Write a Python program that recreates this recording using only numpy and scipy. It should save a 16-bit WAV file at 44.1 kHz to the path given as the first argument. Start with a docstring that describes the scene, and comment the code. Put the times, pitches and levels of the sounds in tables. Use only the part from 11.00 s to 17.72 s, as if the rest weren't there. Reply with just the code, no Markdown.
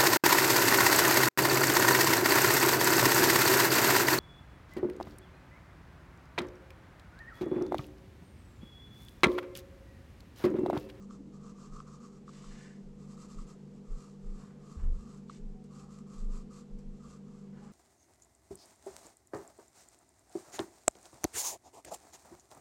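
"""A pencil shades paper on a table, close to a small camera whose microphone stands on the same table top.
Short, dull strokes of a flat lead and a few knocks come first, then the hand sweeps over the sheet at 1.5 s.
From 1.7 s the lead runs on a sharp edge; the hand rubs the paper and bumps the table near 3.8 s, and the sheet
shifts at 4.3 s. More bursts of strokes and a last rub follow. Slips over fibres make the hiss and ring the pencil.
The arm rocks the table now and then, a few faint creaks come and go, and a ventilation fan hums throughout."""
import sys
import numpy as np
from scipy import signal
from scipy.fft import rfft, irfft
from scipy.io import wavfile
from scipy.ndimage import uniform_filter1d

SR = 44100
rng = np.random.default_rng(int(sys.argv[2]) if len(sys.argv) > 2 else 0)


def transcribe(signal):
    """Save signal, clipped to [-1, 1], as a 16-bit WAV file at the path in sys.argv[1]."""
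    frames = np.atleast_2d(signal).T
    limited = np.clip(frames, -1, 1)
    pcm = np.round(limited * 32767).astype(np.int16)
    wavfile.write(sys.argv[1], SR, pcm)


N = 296352
TIME = np.arange(N) / SR  # s

# The lead knocks on the table through the sheet.
# Each row: time in seconds, peak of the ring in dB, peak of the tick in dB.
KNOCKS = [(.108, -44.5, -52.5), (0.495, -50.5, -55), (.79, -47, -58), (.8022, -39, -47),
          (1.279, -44.5, -61), (1.291, -46, -55), (1.4412, -47.5, -54), (2.177, -51, -58),
          (2.388, -50, -61), (4.2966, -38, -50), (4.641, -72, -54.5), (5.787, -77, -63)]


def undb(db):
    """Decibels to gain."""
    return 10 ** (np.asarray(db) / 20)


def unit(x):
    """Scale to rms 1."""
    return x / np.sqrt(np.mean(x ** 2))


def colour(x, points):
    """Filter by (Hz, dB) points joined on a log-frequency axis, with steep skirts outside them."""
    hz, db = np.transpose(points)
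    f = np.maximum(np.arange(N // 2 + 1) * SR / N, 1)
    skirts = np.minimum(f / hz[0], 1) ** 2 * np.minimum(hz[-1] / f, 1) ** 2
    gain = skirts * undb(np.interp(np.log(f), np.log(hz), db))
    return irfft(rfft(x) * gain, N)


def band(x, low_hz, high_hz, order=2):
    """Band-pass between two frequencies, like a cluster of close, well damped modes."""
    sos = signal.butter(order, sorted([low_hz, high_hz]), "band", fs=SR, output="sos")
    return signal.sosfilt(sos, x + 1e-18)


def walk(rate):
    """Smoothed random steps of rms 1 that change about rate times a second."""
    hold = max(int(SR / rate), 1)
    steps = np.repeat(rng.standard_normal(N // hold + 1), hold)
    return unit(uniform_filter1d(steps, hold)[:N])


def swing(start, length, fastest_share, shape):
    """Speed (0-1) of a move that starts from rest and comes to rest again."""
    fastest = start + length * np.clip(fastest_share, 0, 1)
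    progress = np.interp(TIME, [start, fastest, start + length], [0, 1, 0])
    return np.sin(np.pi / 2 * progress) ** shape


def slide(start, length, attack_s, release_s):
    """Speed (0-1) of a slide: it breaks loose, holds, and dies away under friction."""
    attack = np.clip((TIME - start) / attack_s, 0, 1)
    return attack * np.exp(-np.maximum(TIME - start - length, 0) / release_s)


def catches(per_s, spread_db):
    """Tiny slips of one surface over the fibres of another: random clicks of uneven size."""
    hit = rng.random(N) < per_s / SR
    size = rng.standard_normal(N) * undb(spread_db * rng.standard_normal(N))
    return unit(hit * size / np.sqrt(per_s))  # denser clicks are smaller, so the power stays even


def room(x):
    """The arm and chest throw back early echoes; the walls add a short, faint tail."""
    t60_s, tail_db, early_db = 0.41, -18, -7
    age = np.arange(SR // 2) / SR
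    tail = rng.standard_normal(len(age)) * undb(-60 * age / t60_s) * (age > .008)
    early = rng.standard_normal(len(age)) * np.exp(-age / 0.0093) * (age > .001)
    response = undb(tail_db) * tail / np.linalg.norm(tail) + undb(early_db) * early / np.linalg.norm(early)
    return x + signal.fftconvolve(x, response)[:N]


def body(force):
    """A force at the lead rings the pencil's shaft and, more broadly, the table top under the sheet."""
    shaft = unit(band(force, 1083, 1300))
    board = unit(band(force, 710, 1710))
    return unit(shaft + undb(-14.5) * board)


def pencil():
    """The hiss and ring swell and fade with the lead's speed; the faster it runs, the more fibres it catches."""
    # Swells of the lead's hiss; a long or uneven stroke may take two or three overlapping rows.
    # Each row: start in seconds, length in seconds, hiss level in dB before the edge and wobble.
    swells = [(0, 0.057, -71.5), (0.097, 0.078, -68.5), (0.321, 0.067, -74.5), (0.402, 0.13, -68),
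              (0.556, 0.14, -64.5), (0.701, 0.14, -66.5), (0.844, .15, -66.5), (0.993, .11, -67.5),
              (1.1, 0.095, -72.5), (1.269, 0.34, -75.5), (1.979, 0.097, -70), (2.072, 0.095, -66),
              (2.168, 0.099, -62), (2.273, 0.098, -64.5), (2.369, 0.082, -63.5), (2.46, .085, -65.5),
              (2.727, .07, -77), (2.817, 0.22, -72.5), (2.92, .19, -67), (3.06, .1, -72), (3.191, .17, -76),
              (3.276, 0.26, -68.5), (3.578, 0.32, -68.5), (3.896, 0.22, -69.5), (4.065, .14, -67),
              (4.695, 0.18, -65.5), (4.88, 0.15, -66.5), (5.06, 0.22, -65.5), (5.285, 0.15, -66),
              (5.499, .135, -63), (5.914, 0.16, -77), (6.011, 0.19, -67), (6.207, .3, -76),
              (6.566, .16, -71.5)]
    # Colour of lead on paper. Each row: frequency in Hz, relative density in dB per Hz.
    lead_colour = [(1000, -0.5), (1700, -6), (2600, -4.5), (3500, -8), (4500, -3), (6000, -3), (7400, 0.5),
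                   (8400, -6), (9300, -15.5), (11000, -16), (13000, -28.5)]
    fastest_share, swing_shape = .5, 1.39  # where a swell is fullest, how peaked it is
    overlap_s = .015  # each swell reaches this far past both its ends
    ring_db, ring_growth = 1.77, 0.72  # ring over the hiss; the power of the speed it grows with
    press_db_per_doubling, usual_swell_s = 2, 0.2  # longer swells ring harder
    skid_db, skid_s = -71.5, 0.024  # the lead skids on as it lands: level and decay of its hiss
    regrip_s = 1.7  # the lead lies flat until the grip changes, then runs on a sharp edge
    blunt_edge_db, sharp_edge_db, blunt_ring_db = -2.5, 0.5, 4.5
    flat_low_hz, flat_high_hz, flat_db = 5470, 6830, -10.5  # extra hiss of the flat lead
    wobble_db, wobbles_per_s = 0.98, 30  # the fingers press unevenly

    speed, hiss_power, ring_power = np.zeros((3, N))
    for start, length, db in swells:
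        swell = swing(start - overlap_s, length + 2 * overlap_s, fastest_share, swing_shape)
        press_db = ring_db + press_db_per_doubling * np.log2(length / usual_swell_s)
        moving = swell > 0
        speed = np.maximum(speed, swell)
        hiss_power[moving] += (swell[moving] * undb(db)) ** 2
        ring_power[moving] += (swell[moving] ** ring_growth * undb(db + press_db)) ** 2
    for start, _, _ in KNOCKS:
        hiss_power += (undb(skid_db) * slide(start, 0, attack_s=.0015, release_s=skid_s)) ** 2

    slips = catches(per_s=3000 + 9000 * speed, spread_db=0.5) * undb(0.87 * walk(150))
    snags = catches(per_s=160, spread_db=2.5) * undb(-10.5)  # now and then a coarser fibre
    scratch = unit(colour(slips + snags, lead_colour))

    blunt = TIME < regrip_s
    edge = undb(np.where(blunt, blunt_edge_db, sharp_edge_db))
    treble_filter = signal.butter(4, 7900, "high", fs=SR, output="sos")
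    treble = signal.sosfiltfilt(treble_filter, scratch)  # a sharp edge lifts this part
    flat = blunt * undb(flat_db) * band(scratch, flat_low_hz, flat_high_hz, order=1)
    through_air = room(np.sqrt(hiss_power) * (scratch - treble + edge * treble + flat))
    ring_gain = undb(blunt_ring_db * blunt + 1.5 * walk(50))
    through_table = np.sqrt(ring_power) * body(slips) * ring_gain
    return (through_air + through_table) * undb(wobble_db * walk(wobbles_per_s))


def taps():
    """The lead lands with a tick; paper cushions the blow, so the ring swells and dies in milliseconds."""
    firm_tick_hz, firm_tap_db = 4250, -41  # tick of a knock whose ring peaks at this level
    lighter_db_per_octave = 42  # a lighter knock ticks higher
    tick_s = .0005  # decay
    out, click = np.zeros(N), np.zeros(2048)
    click[0] = 1
    age = np.arange(len(click)) / SR
    ring = band(body(click), 835, 1550)
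    for start, ring_db, tick_db in KNOCKS:
        tick_hz = firm_tick_hz * 2 ** ((firm_tap_db - ring_db) / lighter_db_per_octave)
        burst = rng.standard_normal(len(click)) * np.exp(-age / tick_s)
        tick = band(burst, tick_hz / 2, tick_hz * 1.51, order=5)
        at = int(start * SR)
        knock = undb(ring_db) * ring / abs(ring).max() + undb(tick_db) * tick / abs(tick).max()
        out[at:at + len(click)] += knock
    return out


def hand_move(start, length, db):
    """Loudness of the hand on the paper: a short push, then a longer coast."""
    return undb(db) * swing(start, length, fastest_share=0.2, shape=1.5)


def sliding():
    """Paper on the table hisses broadly; skin on paper swishes when quick and rubs softly when slow."""
    # The sheet shifts on the table. Each row: start in seconds, length in seconds, hiss level in dB.
    drags = [(1.242, 0.41, -64), (4.273, 0.098, -66)]
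    # The side of the hand rubs the paper slowly. Each row: start in seconds, length in seconds, level in dB.
    rubs = [(3.32, 0.42, -70), (3.76, 0.17, -66), (6.51, 0.33, -66.5)]
    # The hand sweeps quickly across the sheet. One row: start in seconds, length in seconds, level in dB.
    sweep = (1.483, 0.38, -63)
    # Colours of paper on the table, skin rubbing and skin swishing on paper.
    # Each row: frequency in Hz, relative density in dB per Hz.
    sheet_colour = [(900, -1), (1500, -1), (2600, -1), (3400, -2), (4000, -2), (6000, -1), (8000, -1),
                    (9100, -15), (10500, -17.5), (13000, -33)]
    rub_colour = [(500, -7), (850, 2.5), (1150, -1), (1500, 1), (2000, -7.5), (3000, -14.5), (5000, -28)]
    swish_colour = [(700, -3.5), (1300, -6), (1550, 2.5), (1750, 6), (2000, 0), (2400, -4.5), (2900, -13),
                    (4000, -38)]

    drag = np.zeros(N)
    for start, length, db in drags:
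        drag += undb(db) * slide(start, length, attack_s=0.25 * length, release_s=0.21 * length)
    sheet = unit(colour(catches(per_s=9000, spread_db=2.0), sheet_colour)) * drag
    grip = catches(per_s=4400, spread_db=3.5) * undb(1.6 * walk(60))
    swish = unit(colour(grip, swish_colour)) * hand_move(*sweep)
    rub = unit(colour(grip, rub_colour)) * sum(hand_move(*move) for move in rubs)
    return room(sheet + swish + rub)


def creaks():
    """Faint creaks and squeaks: narrow bands of noise, unsteady in tone, that swell and fade."""
    # Each row: start in seconds, end in seconds, centre in Hz, width in Hz, level in dB at the fullest.
    creak_rows = [(0.098, 0.352, 292, 46, -54), (4.46, 4.685, 749, 6.8, -67.5), (4.68, 4.924, 792, 29, -73),
                  (6.603, 6.708, 824, 34, -67)]
    out = np.zeros(N)
    for start, end, hz, width, db in creak_rows:
        swell = np.sin(np.pi * np.clip((TIME - start) / (end - start), 0, 1))
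        out += undb(db) * swell * unit(band(rng.standard_normal(N), hz - width / 2, hz + width / 2))
    return out


def table():
    """The table sways slowly on its legs under the arm; soft bumps of the hand ring its top."""
    # The arm rocks the table.
    # Each row: strongest moment in seconds, rms level there in dB, width of the dying away in seconds.
    sways = [(.728, -44.5, .04), (1.493, -45, 0.042), (1.872, -49, 0.052), (2.392, -38, 0.038),
             (2.924, -32, .033), (3.29, -35, 0.052), (3.875, -24.5, 0.054), (4.455, -38, 0.062),
             (5.26, -30.5, 0.086), (5.742, -38.5, 0.033), (5.88, -40, .045)]
    # The heel of the hand bumps the table. Each row: time in seconds, level in dB, scaling all modes.
    bumps = [(3.766, -32.5), (3.83, -30), (3.887, -33.5)]
    # Modes of the table top. Each row: frequency in Hz, relative level in dB, 60 dB decay in seconds.
    modes = [(38.8, 0, 0.23), (49.8, -2, 0.41), (63.4, 5.5, 0.19), (69.9, -2, 0.38), (80, -7, 0.09),
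             (164, -16, 0.1)]
    sway_hz, rise_share = 26, 0.55  # a sway builds up faster than it dies away
    tremble_db = -70.5  # the table never quite rests under the arm

    out = undb(tremble_db) * unit(band(rng.standard_normal(N), sway_hz / 1.3, sway_hz * 1.2))
    for strongest, db, fall_s in sways:
        near = abs(TIME - strongest) < .3
        age = TIME[near] - strongest
        width = fall_s * np.where(age < 0, rise_share, 1)
        swell = np.exp(-(age / width) ** 2 / 2)
        rocking = np.sin(2 * np.pi * (sway_hz * age + rng.random()))
        out[near] += np.sqrt(2) * undb(db) * swell * rocking

    age = np.arange(SR // 2) / SR
    soft = 1 - np.exp(-age / 0.023)  # flesh pushes gradually
    ring = np.zeros(len(age))
    for hz, mode_db, t60 in modes:
        ring += undb(mode_db - 60 * age / t60) * np.sin(2 * np.pi * hz * age)
    for start, db in bumps:
        at = int(start * SR)
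        out[at:at + len(age)] += undb(db) * soft * ring
    return out


def fan():
    """Wavering blade and mains tones over air that rushes through a resonant duct."""
    # Fan and motor tones. Each row: frequency in Hz, rms level in dB before wavering, waver in dB.
    hum = [(59.5, -71, 4.5), (115.4, -86, 5.5), (147.46, -57, 1.5), (197.2, -53, 2.03), (238.4, -69, -4),
           (394.2, -71, 1), (427, -77, 3.5), (453.6, -77, 5), (481.5, -67.5, 1.2), (513, -79, 2.5)]
    # Rushing air. Each row: frequency in Hz, relative density in dB per Hz.
    air_colour = [(20, 6.5), (60, -7), (100, -9.5), (150, 7.5), (200, 4.5), (270, 0.5), (350, -2.5),
                  (500, -4), (570, -11), (900, -15), (1600, -24), (3500, -29), (7600, -29.5), (9300, -39),
                  (13000, -46.5)]
    # Duct resonances. Each row: centre in Hz, width in Hz, rms level in dB.
    resonances = [(225.1, 16.4, -58), (407.8, 29.5, -69)]
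    out = np.zeros(N)
    for hz, db, waver_db in hum:
        level = np.sqrt(2) * undb(db + waver_db * walk(7))
        out += level * np.sin(2 * np.pi * (hz * TIME + rng.random()) + 0.13 * walk(4))
    for hz, width, db in resonances:
        out += undb(db) * unit(band(rng.standard_normal(N), hz - width / 2, hz + width / 2))
    air = unit(colour(rng.standard_normal(N), air_colour))
    return out + air * undb(-57.5 + .5 * walk(2.94))


def scene():
    """Pencil, hand, creaks, table and fan reach one microphone."""
    return (pencil() + taps() + sliding() + creaks() + table() + fan())[None]


def record(dry):
    """The camera cuts the top: a steep low-pass at 13.1 kHz."""
    return signal.sosfilt(signal.ellip(8, .2, 70, 13100, fs=SR, output="sos"), dry)


dry = scene()
out = record(dry)
transcribe(out)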